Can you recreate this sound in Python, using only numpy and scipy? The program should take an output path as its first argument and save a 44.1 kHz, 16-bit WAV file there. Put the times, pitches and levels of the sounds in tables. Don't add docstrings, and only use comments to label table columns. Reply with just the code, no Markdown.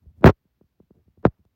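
import sys
import numpy as np
from scipy import signal
from scipy.fft import rfft, irfft
from scipy.io import wavfile
from scipy.ndimage import uniform_filter1d

SR = 44100
rng = np.random.default_rng(int(sys.argv[2]) if len(sys.argv) > 2 else 0)


def output_pcm(signal):
    pcm = np.clip(np.atleast_2d(signal).T, -1, 1) * 32767
    wavfile.write(sys.argv[1], SR, np.round(pcm).astype(np.int16))


N = 68355

# f/Hz, level/dB
ROOM_EQ = [(20, -19), (65, 8), (180, -2.5), (350, -12), (700, -18.5), (2000, -23), (5000, -28),
           (9500, -38.5), (14000, -25.5), (16000, -27.5)]
# t/s, length/s, level/dB
GRIP_SHIFTS = [(0, .07, -57), (.05, .06, -49.5), (.09, .1, -60), (.158, 0.079, -47.5), (.82, 0.02, -60),
               (.92, 0.12, -61), (1.05, 0.059, -56), (1.16, 0.061, -55), (1.38, .04, -59.5)]
# f/Hz, level/dB
GRIP_EQ = [(20, -41), (50, -10.5), (78, 11), (130, -10), (200, -9.5), (450, -37.5), (700, -35.5),
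           (1500, -53), (4000, -58.5)]
# t/s, level/dB, roll-off f/Hz
FINGER_TAPS = [(.058, -4, 192), (.060, 14.5, 78), (.2075, 15.5, 135), (.2222, 4, 649), (.452, -11, 230),
               (.6112, -5, 464), (.636, -5, 127.8), (.8008, -1, 433), (.9069, -1, 395), (1.079, -6, 247),
               (1.1745, -6.5, 379), (1.2312, -6.5, 887), (1.391, -11.5, 219), (1.451, -18.5, 800),
               (1.452, -4, 109.4)]
# f/Hz, level/dB
TAP_EQ = [(20, -26), (45, -9.5), (75, -2), (130, -8), (200, 4), (280, -8), (370, 1), (480, -5),
          (700, -11.5), (1100, -8.5), (2000, -17.5), (16000, -25.5)]
# t/s, rumble level/dB, grit level/dB
SCUFF_ENVELOPES = [
    [(.212, -53.5, -85.5), (.222, -68, -66), (.232, -22.5, -53), (.242, -23.5, -43.5), (.251, -14, -26),
     (.258, -9.5, -11), (.277, -15.5, -14), (.286, -19, -20.5), (.301, -21, -25.5), (.308, -39, -37),
     (.314, -48.5, -55.5), (.333, -71, -86.5)],
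    [(.94, -67, -90), (.975, -63, -86.5), (1.02, -77.5, -92.5)],
    [(1.228, -59.5, -99), (1.24, -39, -63), (1.25, -36.5, -39.5), (1.256, -34.5, -31.5),
     (1.266, -25, -34.5), (1.275, -34, -53.5), (1.281, -52, -74), (1.305, -78.5, -77.5),
     (1.4, -91.5, -87.5)],
]
# f/Hz, level/dB
RUMBLE_EQ = [(20, -27), (50, -9), (75, 3.5), (160, 2), (260, -1.5), (400, 3), (650, -10), (1000, -26),
             (2000, -38.5), (6000, -71.5)]
# f/Hz, level/dB
GRIT_EQ = [(100, -26), (400, -1.5), (700, 9.5), (1500, 3.5), (2200, -7), (3200, -15), (5000, -20.5),
           (7000, -31), (10000, -43.5), (16000, -50)]
# f/Hz, level/dB
FIZZ_EQ = [(3000, -38.5), (8000, -15), (10500, -9.5), (13000, 2), (16000, 3.5)]
# t/s, length/s, level/dB
SNAP_HITS = [(.2426, 0.0024, -32), (1.2520, 0.0024, -48), (1.4508, 0.0033, -73.5)]
# f/Hz, level/dB
SNAP_EQ = [(500, -25.5), (2000, 5), (3300, 5.5), (5000, -1.5), (9000, -7), (13000, -8), (16000, -5)]
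# t/s, level/dB, roll-off f/Hz
KNOCK_HITS = [(.2427, 39, 1566), (.2433, 39.5, 182.8), (.2559, 43, 146.3), (.2613, 38, 700),
              (.2692, 38, 330), (.2723, 33.5, 260), (.2817, 33, 150), (.2921, 29.5, 909.6),
              (1.2519, 36, 1403), (1.2690, 25.5, 171.4)]
# f/Hz, level/dB
KNOCK_EQ = [(20, -31.5), (45, -16.5), (70, -3), (110, -1.5), (170, 1.5), (260, -2), (500, -1), (850, -12),
            (1500, -14.5), (2500, -19), (3300, -7.5), (5000, -20), (9000, -9.5), (15000, -4.5)]
# f/Hz, approximate lag/cycles
CASING_LAG = [(40, 1.5), (80, 1.35), (140, 1.75), (250, 1.18), (600, 1.02), (2000, .92)]

TIME = np.arange(N) / SR
FREQS = np.fft.rfftfreq(2 * N, 1 / SR)


def amp(db):
    return 10 ** (np.asarray(db) / 20)


def curve_at(points, hz):
    f, value = np.transpose(points)
    grid = np.linspace(0, np.log(SR), 1000)
    curve = np.interp(grid, np.log(f), value)
    rounded = uniform_filter1d(uniform_filter1d(curve, size=25), size=25)
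    return np.interp(np.log(hz + 1), grid, rounded)


def noise(eq):
    gain = amp(curve_at(eq, np.fft.rfftfreq(N, 1 / SR)))
    shaped = irfft(rfft(rng.standard_normal(N)) * gain, N)
    return shaped / np.sqrt(np.mean(shaped ** 2) + 1e-20)


def steadied(x):
    return x / np.sqrt(abs(uniform_filter1d(x ** 2, size=900)) + 1e-9)


def swells(rows):
    return sum(amp(db) * np.sin(np.pi * np.clip((TIME - start) / length, 0, 1) ** .7)
               for start, length, db in rows)


def thuds(hits, eq, slope):
    spectrum = 0
    for start, db, rolloff_hz in hits:
        low_pass = 1 / np.sqrt(1 + (FREQS / rolloff_hz) ** (2 * slope))
        spectrum += amp(db) * low_pass * np.exp(-2j * np.pi * FREQS * start)
    return irfft(spectrum * amp(curve_at(eq, FREQS)))[:N]


def room_tone():
    return amp(-74) * noise(ROOM_EQ)


def grip():
    return swells(GRIP_SHIFTS) * steadied(noise(GRIP_EQ))


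def taps():
    return thuds(FINGER_TAPS, TAP_EQ, slope=2.5)


def scuffs():
    grain_db, grain_s = 2, .002
    grain = amp(grain_db * np.interp(TIME / grain_s, np.arange(N), rng.standard_normal(N)))
    rumble = steadied(noise(RUMBLE_EQ))
    grit = steadied(noise(GRIT_EQ) * grain)
    fizz = steadied(noise(FIZZ_EQ) * grain)
    mix = np.zeros(N)
    for envelope in SCUFF_ENVELOPES:
        times, rumble_db, grit_db = np.transpose(envelope)
        rumble_gain = amp(np.interp(TIME, times, rumble_db))
        grit_gain = amp(np.interp(TIME, times, grit_db))
        fizz_gain = amp(-17) * grit_gain ** 1.7
        gate = (TIME > times[0]) & (TIME < times[-1])
        mix += (rumble * rumble_gain + grit * grit_gain + fizz * fizz_gain) * gate
    return mix


def snaps():
    return swells(SNAP_HITS) * noise(SNAP_EQ)


def knocks():
    return thuds(KNOCK_HITS, KNOCK_EQ, slope=3.9)


def casing(contacts):
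    delay_s = curve_at(CASING_LAG, FREQS) / (FREQS + 10)
    phase_turns = (np.cumsum(delay_s) - delay_s.sum()) * FREQS[1]
    return irfft(rfft(contacts, 2 * N) * np.exp(-2j * np.pi * phase_turns))[:N]


def scene():
    bumps = knocks() + snaps() + scuffs()
    fingers = taps() + grip()
    return (room_tone() + casing(bumps + fingers))[None]


def record(dry):
    low_cut_hz, high_cut_hz = 40, 16100
    ceiling, knee = .94, 4.0
    low_cut = 1 - np.exp(-(FREQS / low_cut_hz) ** 2)
    trimmed = irfft(rfft(dry, 2 * N) * low_cut)[:, :N]
    clipped = trimmed / (1 + abs(trimmed / ceiling) ** knee) ** (1 / knee)
    high_cut = signal.firwin(511, high_cut_hz, window=("kaiser", 9), fs=SR)
    return signal.oaconvolve(clipped, high_cut[None], "same")


dry = scene()
out = record(dry)
output_pcm(out)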